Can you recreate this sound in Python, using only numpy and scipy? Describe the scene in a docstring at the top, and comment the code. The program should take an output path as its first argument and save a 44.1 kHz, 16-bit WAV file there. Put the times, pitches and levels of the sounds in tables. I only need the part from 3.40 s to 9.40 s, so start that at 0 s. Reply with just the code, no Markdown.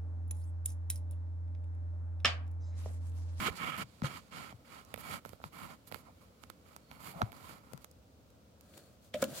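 """At a table in a quiet room, fingers shift their grip on a small camera beside a padded paper mailer.
Skin rubs, ticks and bumps on the case, mostly close to the right microphone port: friction noise and damped rings.
Towards the end a hand knocks on cardboard, ringing its modes, and slides over the mailer's hissing paper.
A low murmur, a short answer from the walls and a faint thin whine lie behind."""
import sys
import numpy as np
from scipy import signal
from scipy.fft import rfft, irfft, next_fast_len
from scipy.io import wavfile
from scipy.ndimage import map_coordinates

SR = 44100
rng = np.random.default_rng(int(sys.argv[2]) if len(sys.argv) > 2 else 0)


def dump_mix(stems):
    """Bounce the given channels to the path in sys.argv[1] as a 16-bit WAV at rate SR."""
    frames = np.atleast_2d(stems).T  # one column per channel
    limited = np.clip(frames, -1, 1)  # hard clip at full scale
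    pcm = np.round(limited * 32767).astype(np.int16)
    wavfile.write(sys.argv[1], SR, pcm)


N = 264600  # 6 s

# Levels in the tables are relative settings; side_db is left over right.
# finger strokes on the case: start_s, length_s, fastest (share of the length), rub_db,
# ring_db (re rub), hiss_db (re rub), brightness (dB per octave)
STROKES = [(-.04, 0.15, 0.75, -39.5, 4.5, -4.5, 0), (.042, 0.055, 0.52, -40.5, 11, -6, -11),
           (0.095, 0.083, 0.41, -49.5, -7, -9.5, -2), (0.142, 0.068, 0.46, -56.5, -2, 6, -4),
           (.17, .25, 0.24, -45, 6, -8, -0.5), (0.367, 0.042, .4, -41.5, 1, -5, 5),
           (0.371, 0.071, 0.86, -42, 2.5, -5, -3), (.42, 0.47, 0.15, -77, -6, 4, -8),
           (0.624, 0.072, 0.49, -45, 3, -4, -6), (0.648, 0.16, 0.58, -50, 1.5, -4.5, -2),
           (0.768, 0.18, 0.12, -69.5, -4, -2, -11), (0.904, .12, 0.55, -50, 2, -4, -4.5),
           (0.99, 0.15, 0.33, -53.5, 2.5, -4.5, -2.5), (1.238, 0.21, .55, -57, -0.5, -4.5, -1.5),
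           (1.434, 0.12, .7, -64, -12, -4, -4), (1.565, 0.069, .7, -54.5, -2, 0, 6),
           (1.612, 0.19, 0.54, -47.5, -0.5, -4, 2), (1.703, 0.088, 0.44, -48, 0.5, -1, 1),
           (1.836, 0.14, 0.23, -66.5, -0.5, 1.5, 5), (2.011, 0.093, 0.46, -60.5, -23, -0.5, 0),
           (2.114, .17, 0.65, -50.5, -2.5, -6, 2.5), (2.237, .13, 0.55, -52, -6, -8.5, 0),
           (2.461, 0.042, 0.37, -66, -6, 10.5, 6), (2.496, 0.14, 0.38, -61.5, -3, -0.5, 4),
           (2.607, 0.12, .6, -62, -18, -13, -2), (2.798, 0.079, .25, -66, -10, -4, 3),
           (3.008, .055, 0.46, -66, -14, 0.5, 6), (3.24, 0.17, 0.27, -65.5, -3, -3.5, 1),
           (3.492, 0.15, 0.3, -59.5, -6, -7.5, 4), (3.588, 0.16, 0.59, -51.5, -2, -1, 4),
           (3.709, 0.21, 0.33, -53.5, -13, -10.5, 2), (3.916, 0.086, 0.4, -56.5, -12, -5.5, 1),
           (3.951, 0.25, 0.55, -55, -4.5, -4.5, 2), (4.065, 0.091, 0.6, -56, -2, -1.5, 0),
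           (4.13, 0.31, 0.67, -63.5, -10.5, -11.5, 3), (4.395, 0.062, 0.52, -74, -11, 7, 2)]
# a finger judders on the case: centre_s, level_db, spread_s, pitch_hz
JUDDERS = [(2.693, -55, 0.0072, 750), (3.75, -54, 0.023, 745), (3.795, -47, 0.0067, 740),
           (3.817, -32.5, 0.0061, 710), (3.868, -58, 0.038, 704)]
# finger contacts: start_s, tap_db, pitch_hz, crack_db, tick_db, side_db
TAPS = [(0.6197, -28.5, 990, -31, -44, -14), (0.6357, -36, 566, -29, -44, 15),
        (0.6453, -24, 1240, -42, -54, -25), (1.126, -38, 780, -45, -60, -3),
        (1.45, -57, 900, -55, -45, -10), (1.5415, -28.5, 506, -21.5, -26.5, -22),
        (1.5606, -40, 1130, -32, -36.5, -22), (1.577, -35.5, 550, -31.5, -43, -30),
        (1.8513, -29.5, 1020, -30, -36, -18), (1.8595, -35.5, 510, -39, -39.5, -10),
        (1.8927, -46, 1090, -38.5, -37.5, -34), (1.933, -36.5, 507, -40, -46, -34),
        (2.0021, -43, 690, -66, -64, -14), (2.016, -44, 1110, -50, -61, -22),
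        (2.0403, -25.5, 1060, -29.5, -41, -5.5), (2.516, -33.5, 860, -36.5, -41, -9),
        (2.5237, -31.5, 527, -27, -33, -17), (2.5447, -26, 1090, -22.5, -29, -46),
        (2.5595, -39, 517, -36, -47, -23), (3.0373, -36, 1150, -32, -55, -34),
        (3.1006, -32.5, 1140, -28.5, -33.5, -30), (3.3639, -35, 1040, -37, -34.5, -6),
        (3.5141, -35, 905, -31, -41, -16), (3.8181, -13.5, 1190, -19.5, -32, -8.5),
        (3.827, -28, 900, -34, -58, 5), (3.92, -46, 1480, -34, -38, -20), (3.9286, -37, 890, -37, -44, -14),
        (4.323, -49, 505, -48, -50, -1), (4.334, -35.5, 494, -35.5, -33.5, 25),
        (4.3763, -42.5, 920, -40, -41, 23), (4.4451, -39, 1200, -34.5, -33, -12),
        (4.5136, -59, 600, -54, -45, -9), (4.904, -61, 600, -55, -52.5, -11),
        (5.21, -63, 570, -48, -43.5, -12)]
# heavier bumps of the hand: start_s, level_db, pitch_hz, t60_s, side_db
BUMPS = [(.008, -35, 190, 0.072, 12), (.056, -41, 340, 0.091, 5), (.083, -26.5, 433, 0.031, -4),
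         (0.102, -30, 84, 0.048, -21), (0.395, -33, 190, 0.036, 6), (0.438, -41.5, 119, 0.073, 2),
         (0.6222, -40, 327, 0.034, 1), (0.6228, -18, 194, 0.026, 6), (.637, -37, 524, 0.072, 2),
         (.64, -21.5, 137, 0.058, 2), (1.139, -43.5, 115, 0.096, 7), (1.895, -47, 105, 0.1, -2),
         (2.054, -43.5, 152, 0.089, 16), (3.756, -41, 169, 0.12, 6), (3.823, -16.5, 302, 0.0076, -1),
         (3.83, -21.5, 112, 0.051, 9), (4.341, -33, 143, 0.042, 11)]
# blows on the cardboard: start_s, ring_db, hardness (dB per octave), crack_db
KNOCKS = [(5.7442, -36, -2, -25), (5.8249, -21, 1, -31), (5.846, -38.5, -3, -52),
          (5.882, -51.5, -16.5, -60)]
# the cardboard's modes: pitch_hz, level_db, t60_s
CARDBOARD_MODES = [(215, -14, 0.24), (256, -5.5, 0.1), (544, 0.5, 0.091), (578, -6, 0.069),
                   (615, -15, 0.093), (1035, -10, 0.032), (1317, -1.5, 0.018), (1430, -6.5, 0.03),
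                   (1655, -15, 0.051), (2310, -11.5, 0.025), (2480, -27, 0.027), (3000, -31, 0.064),
                   (3260, -18, 0.02)]
# slides over paper: start_s, length_s, fastest (share of the length), hiss_db, body_db
SLIDES = [(5.208, 0.37, 0.46, -67, -64.5), (5.328, 0.087, .6, -66, -70), (5.605, 0.11, 0.38, -67, -84),
          (5.753, 0.122, 0.77, -52, -48), (5.863, 0.098, 0.89, -51, -48.5), (5.935, .095, .55, -42, -54.5)]
# short catches on paper and cardboard: centre_s, rasp_db, paper_db, spread_s, side_db
CATCHES = [(5.34, -57, -75, 0.0022, 11), (5.378, -64, -48.5, 0.0018, 4), (5.742, -39.5, -54, 0.0015, -1),
           (5.752, -48, -55, 0.0088, 1), (5.825, -43.5, -32.5, 0.0035, 1), (5.842, -42, -33, 0.0018, 4)]
# a faint thin whine: start_s, length_s, level_db
WHINES = [(3.414, .22, -74), (5.27, 0.25, -73)]
# resonances of the camera's case: pitch_hz, width_hz, level_db
CASE_MODES = [(1302, 110, 6), (1904, 366, -3), (2290, 130, 4), (2840, 147, -3), (3190, 267, -4),
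              (3600, 2000, -28)]
# dull rub of skin on the case: pitch_hz, level_db
SKIN_RUB = [(30, -40), (70, -5), (170, 4), (260, 0), (400, -10), (550, -7), (800, -4), (930, -3.5),
            (1050, 1.5), (1200, -5), (1380, 0), (1550, -18), (2200, -11), (5000, -61)]
# dry hiss of the skin: pitch_hz, level_db
SKIN_HISS = [(1500, 2.5), (3500, 4), (4600, 8), (5900, -3), (7100, 5), (8200, 0.5), (9800, 1.5), (12000, 1),
             (13800, 0.5), (16000, -11)]
# hard crack of a contact: pitch_hz, level_db
CRACK_COLOUR = [(400, 14), (1400, 10), (2200, 18.5), (3100, 10), (4500, 7.5), (5800, 10), (9000, 3.5),
                (16000, -33.5)]
# fine tick of a contact: pitch_hz, level_db
TICK_COLOUR = [(2000, -33), (5000, 10.5), (7000, 12.5), (8500, 10.5), (11000, 7), (14000, 8.5), (16000, -7)]
# hiss of paper: pitch_hz, level_db
PAPER_HISS = [(400, 1), (1500, -1), (2200, -1.5), (2800, 0), (3600, 3), (4500, 3.5), (5600, -2), (6900, 3),
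              (9000, 1), (13000, -2.5), (16000, -2)]
# hollow body under the paper: pitch_hz, level_db
HOLLOW_BODY = [(60, -10), (160, 6.5), (235, -6), (330, 2.5), (440, -3), (550, 2), (700, 0), (950, -18),
               (1430, -7), (1800, -13.5), (5000, -31)]
# colour of the room's murmur: pitch_hz, level_db
ROOM_COLOUR = [(20, -63), (40, -17), (60, -0.5), (82, 0.5), (130, -7), (200, -6.5), (270, -7), (370, -16.5),
               (520, -10), (750, -18), (1000, -22.5), (1350, -22), (1700, -29), (4000, -29), (7000, -32.5),
               (10500, -37.5), (16000, -35.5)]
# left-right likeness of the murmur: pitch_hz, likeness (below 0 counts as 0)
ROOM_LIKENESS = [(60, 0.78), (180, 0.96), (550, 0.54), (1650, -1.2), (4970, -0.09), (15000, -0.05)]
# decay of the room's answer: pitch_hz, t60_s
WALL_DECAY = [(100, 0.9), (1000, 0.17), (5000, 0.33), (15000, 0.05)]

TOP_HZ = 16100
REST_DB = -79  # fingers resting on the case, before the lifts in rubbing()
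GRIP_SIDE_DB = -9.5  # left over right: the fingers lie beside the right port
THUMP_DB, THUMP_DB_PER_OCTAVE = -10.5, -4.5  # shake re a 700 Hz tap; duller taps shake the camera more
EDGE_DB, EDGE_HOLD_S, EDGE_RELEASE_S = -34.5, 0.027, 0.0071
ATTACK_S, RELEASE_S = 0.025, 0.03  # every stroke takes hold and lets go
ARCH_DB, ARCH_POWER = 9.5, 1.28  # drop from fastest moment to slow ends; roundness of that arch


def rubbing():
    """Skin drags over the case: a dull rub, the shell's ring and a dry hiss share one uneven grip."""
    # power of rub, ring, hiss and top octave; the resting floor stops as the last stroke starts
    resting = np.arange(N) / SR < STROKES[-1][0]
    power = np.ones((4, 1)) * amp(REST_DB) ** 2 * resting
    for start, length, fastest, rub_db, ring_db, hiss_db, bright_db in STROKES:
        # brightness tips the hiss towards its top octave
        gains = amp(rub_db + np.array([0, ring_db, hiss_db - bright_db / 2, hiss_db + bright_db]))
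        power += np.outer(gains ** 2, stroke(start, length, fastest) ** 2)
    rub_gain, ring_gain, hiss_gain, air_gain = np.sqrt(power)

    rub = amp(2) * rub_gain * friction(colour(SKIN_RUB), alike=0.28, grit=0.63, rate=450)
    shell = ring_gain * friction(case, alike=0.27, grit=0.76, rate=770)
    skin = friction(colour(SKIN_HISS), alike=0.19, grit=0.46)
    air = filtered(skin, lambda hz: 1 - 1 / (1 + (hz / 9500) ** 6))
    hiss = amp(0.98) * ((skin - air) * hiss_gain + air * air_gain)
    uneven_grip = amp(1.15 * wobble(45) + 0.89 * wobble(260))
    drag = (rub + shell + hiss) * uneven_grip
    # the bass travels through the whole case and reaches both ports
    bass = filtered(drag, lambda hz: 1 / (1 + (hz / 520) ** 4))
    return (drag - bass) * pan(GRIP_SIDE_DB) + bass * pan(-0.061)


def stroke(start, length, fastest=.5):
    """The gain of one movement: it takes hold, swells to its fastest moment, slows and lets go."""
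    t = np.arange(N) / SR - start
    inside = (t > 0) & (t < length)
    t, gain = t[inside], np.zeros(N)
    take_hold = np.sin(np.pi / 2 * np.minimum(t / ATTACK_S, 1))
    let_go = np.sin(np.pi / 2 * np.minimum((length - t) / RELEASE_S, 1))
    slowness = np.interp(t / length, [0, np.clip(fastest, 0, 1), 1], [1, 0, 1])
    gain[inside] = take_hold * let_go * amp(-ARCH_DB * slowness ** ARCH_POWER)
    return gain


def friction(response, alike, grit, rate=900, size_db=4):
    """Stereo friction of rms 1: noise of tiny slips and some larger ones, rate a second, through a body."""
    slips = (rng.random((2, N)) < rate / SR) * rng.standard_normal((2, N))
    slips *= amp(size_db * np.minimum(rng.exponential(size=(2, N)), 3))
    a, b = rng.standard_normal((2, N)) + grit * unit(slips)
    # mixing by this angle sets the left-right likeness
    turn = np.arccos(np.clip(alike, 0, 1)) / 2
    return unit(filtered(np.cos(turn) * a + np.sin(turn) * np.array([b, -b]), response))


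def case(hz):
    """The ringing of the camera's shell: resonances summed with alternating sign."""
    total = 0
    for k, (centre, width, db) in enumerate(CASE_MODES):
        damping = 1j * hz * width
        total = total + (-1) ** k * amp(db) * damping / (centre * centre - hz * hz + damping)
    return total


def juddering():
    """Where skin sticks and slips quickly, the rub gathers into a short rough note."""
    notes = np.zeros((2, N))
    for s, db, spread, hz in JUDDERS:
        notes += amp(db) * swell(s, spread) * friction(band(hz, width_hz=170), alike=.8, grit=.5)
    return notes * pan(-0.086)


def tapping(scuff_db=-22):
    """Each finger contact is a dead knock with a crack, a fine tick and a tiny scuff, and shakes the camera."""
    out, t = np.zeros((2, N)), np.arange(2048) / SR
    crack, tick = snap(CRACK_COLOUR), snap(TICK_COLOUR)
    # the scuff starts just before the blow, peaks close to it and peels off
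    touch = np.exp(-np.abs(t - .003) / 0.00068) + 0.29 * np.exp(-t / 0.0086)
    for s, tap_db, hz, crack_db, tick_db, side_db in TAPS:
        tap = ring(hz, t60=4.47 / hz, attack=0.00023) + 0.22 * ring(1315, t60=0.018, attack=0.00057)
        add(out, s, amp(tap_db + 5.0) * tap * pan(side_db))

        click = amp(crack_db) * crack + amp(tick_db + 3.5) * tick
        add(out, s + 0.00022, -click * pan(side_db * 0.7))

        scuff = signal.fftconvolve(rng.standard_normal((2, len(t))) * touch, click[None], axes=1)
        add(out, s - .0027, amp(scuff_db) * scuff * pan(side_db * 0.53))

        thump = ring(220.4, t60=0.034, attack=0.00059) + 0.59 * ring(105, t60=0.12, attack=0.012)
        thump_db = tap_db + THUMP_DB + THUMP_DB_PER_OCTAVE * np.log2(hz / 700)
        add(out, s, amp(thump_db) * thump * pan(side_db * 0.6))
    return out


def bumping():
    """The soft hand rocks the camera: a low, damped ring with a soft start."""
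    out = np.zeros((2, N))
    for s, db, hz, t60, side_db in BUMPS:
        add(out, s, amp(db + 2.0) * ring(hz, t60, attack=0.0026) * pan(side_db))
    return out


def knocking():
    """Each blow rings the cardboard's hollow modes; a harder touch favours the high ones."""
    out, crack = np.zeros((2, N)), snap(CRACK_COLOUR)
    for s, db, hardness_db, crack_db in KNOCKS:
        for hz, mode_db, t60 in CARDBOARD_MODES:
            # every blow excites and places each mode a little differently
            level_db, side_db = rng.standard_normal(2)
            gain = amp(db + mode_db + level_db + hardness_db * np.log2(hz / 540))
            add(out, s, gain * ring(hz, t60, attack=0.0018) * pan(5.7 * side_db))
        add(out, s, amp(crack_db) * crack)
    return out


def edge_note(pitch_hz=600, unsteady=0.53):
    """From the first blow the cardboard's edge sticks and slips, holding a short unsteady note."""
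    t = np.arange(N) / SR - KNOCKS[0][0]
    gain = (t > 0) * amp(EDGE_DB) * np.exp(-np.maximum(t - EDGE_HOLD_S, 0) / EDGE_RELEASE_S)
    return gain * np.sin(2 * np.pi * pitch_hz * t + unsteady * wobble(150))


def sliding():
    """Paper hisses over a hollow body under the sliding touch, which catches briefly here and there."""
    hiss_gain, body_gain = np.zeros((2, N))
    for start, length, fastest, hiss_db, body_db in SLIDES:
        movement = stroke(start, length, fastest)
        hiss_gain += amp(hiss_db) * movement
        body_gain += amp(body_db) * movement
    hiss = friction(colour(PAPER_HISS), alike=0.06, grit=0.68, rate=2800)
    hiss = hiss_gain * amp(1.1 * wobble(100)) * hiss * pan(1.6)
    body = body_gain * friction(colour(HOLLOW_BODY), alike=0.99, grit=0.32)

    rasp = friction(band(2760, width_hz=2500), alike=0.13, grit=0.47)
    paper = friction(colour(PAPER_HISS), alike=0.055, grit=0.46)
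    catches = np.zeros((2, N))
    for s, rasp_db, paper_db, spread, side_db in CATCHES:
        catches += (amp(rasp_db) * rasp + amp(paper_db) * paper) * swell(s, spread) * pan(side_db)
    return hiss + body + catches


def walls(x):
    """The room's short answer: decaying noise whose bass lingers and whose top treble dies first."""
    hz, t, z = signal.stft(rng.standard_normal((2, SR // 2)), SR, nperseg=256)
    decay = amp(-60 * t / along(WALL_DECAY, hz)[:, None])
    tail = signal.istft(z * decay, SR, nperseg=256)[1]
    return signal.fftconvolve(x, tail / np.linalg.norm(tail[0]), axes=1)[:, :N]


def whine():
    """A thin, fuzzy line of treble that comes and goes: narrow-band noise."""
    gain = sum(amp(db) * stroke(start, length) for start, length, db in WHINES)
    return gain * friction(band(4400, width_hz=190), alike=0.17, grit=0)


def room_tone(level_db=-61.5):
    """The room's steady low murmur: coloured noise, nearly alike at both ports in the bass."""
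    def response(hz):
        turn = np.arccos(np.clip(along(ROOM_LIKENESS, hz), 0, 1)) / 2
        return colour(ROOM_COLOUR)(hz) * [np.cos(turn), np.sin(turn)]
    mid, side = filtered(rng.standard_normal((2, N)), response)
    return amp(level_db) * unit(np.array([mid + side, mid - side]))


def amp(db):
    """Decibels to gain."""
    return 10 ** (np.asarray(db) / 20)


def unit(x):
    """Scale to rms 1."""
    return x / np.sqrt(np.mean(x ** 2) + 1e-20)


def along(points, hz):
    """Interpolate (Hz, value) points on a log frequency axis."""
    f, v = np.transpose(points)
    return np.interp(np.log(hz + 1), np.log(f + 1), v)


def wobble(rate):
    """A smooth random curve, rate knots a second."""
    return map_coordinates(rng.standard_normal(int(N * rate / SR) + 4), [np.arange(N) * rate / SR])


def filtered(x, response):
    """Filter x by a complex response of frequency."""
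    size = next_fast_len(N + SR // 2)
    return irfft(rfft(x, size) * response(np.fft.rfftfreq(size, 1 / SR)), size)[..., :N]


def colour(points):
    """The gain of a (Hz, dB) spectrum."""
    return lambda hz: amp(along(points, hz))


def band(centre_hz, width_hz):
    """The gain of a resonance with steep skirts."""
    return lambda hz: 1 / (1 + ((hz - centre_hz) / width_hz * 2) ** 2)


def swell(s, spread):
    """A brief bell-shaped rise and fall around time s."""
    return np.exp(-((np.arange(N) / SR - s) / spread) ** 2 / 2)


def snap(points, size=2048):
    """A causal click of peak 1 with the given spectrum."""
    # folding the cepstrum gathers the energy at the start (minimum phase)
    cepstrum = irfft(np.log(colour(points)(np.fft.rfftfreq(size, 1 / SR))))
    cepstrum[1:size // 2] *= 2
    cepstrum[size // 2 + 1:] = 0
    click = irfft(np.exp(rfft(cepstrum)))
    return click / np.abs(click).max()


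def ring(hz, t60, attack):
    """A damped sine with a soft start; t60 and attack in seconds."""
    t = np.arange(SR // 2) / SR
    return np.sin(2 * np.pi * hz * t) * 1000 ** (-t / t60) * (1 - np.exp(-t / attack))


def pan(balance_db):
    """Left and right gains of mean power 1."""
    gains = amp(np.array([balance_db, -balance_db]).reshape(2, -1) / 2)
    return gains / np.sqrt(np.mean(gains ** 2, axis=0))


def add(out, s, sound):
    """Mix a sound in at time s."""
    start = max(0, round(s * SR))
    part = sound[..., :max(0, N - start)]
    out[:, start:start + part.shape[-1]] += part


def scene(left_lag_s=0.0003225):
    """Sounds on the case are nearly dry and reach the left port later; the table sends more to the walls."""
    left, right = rubbing() + juddering() + tapping() + bumping()
    near = np.array([filtered(left, lambda hz: np.exp(-2j * np.pi * hz * left_lag_s)), right])
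    table = knocking() + edge_note() + sliding()
    return near + table + walls(amp(-24) * near + amp(-16) * table) + whine() + room_tone()


def record(dry, low_hz=48):
    """The camera's microphones cut the deepest bass and keep nothing above the band limit."""
    thin = signal.sosfilt(signal.butter(3, low_hz, "highpass", fs=SR, output="sos"), dry)
    return filtered(thin, lambda hz: hz < TOP_HZ)


dry = scene()
out = record(dry)
dump_mix(out)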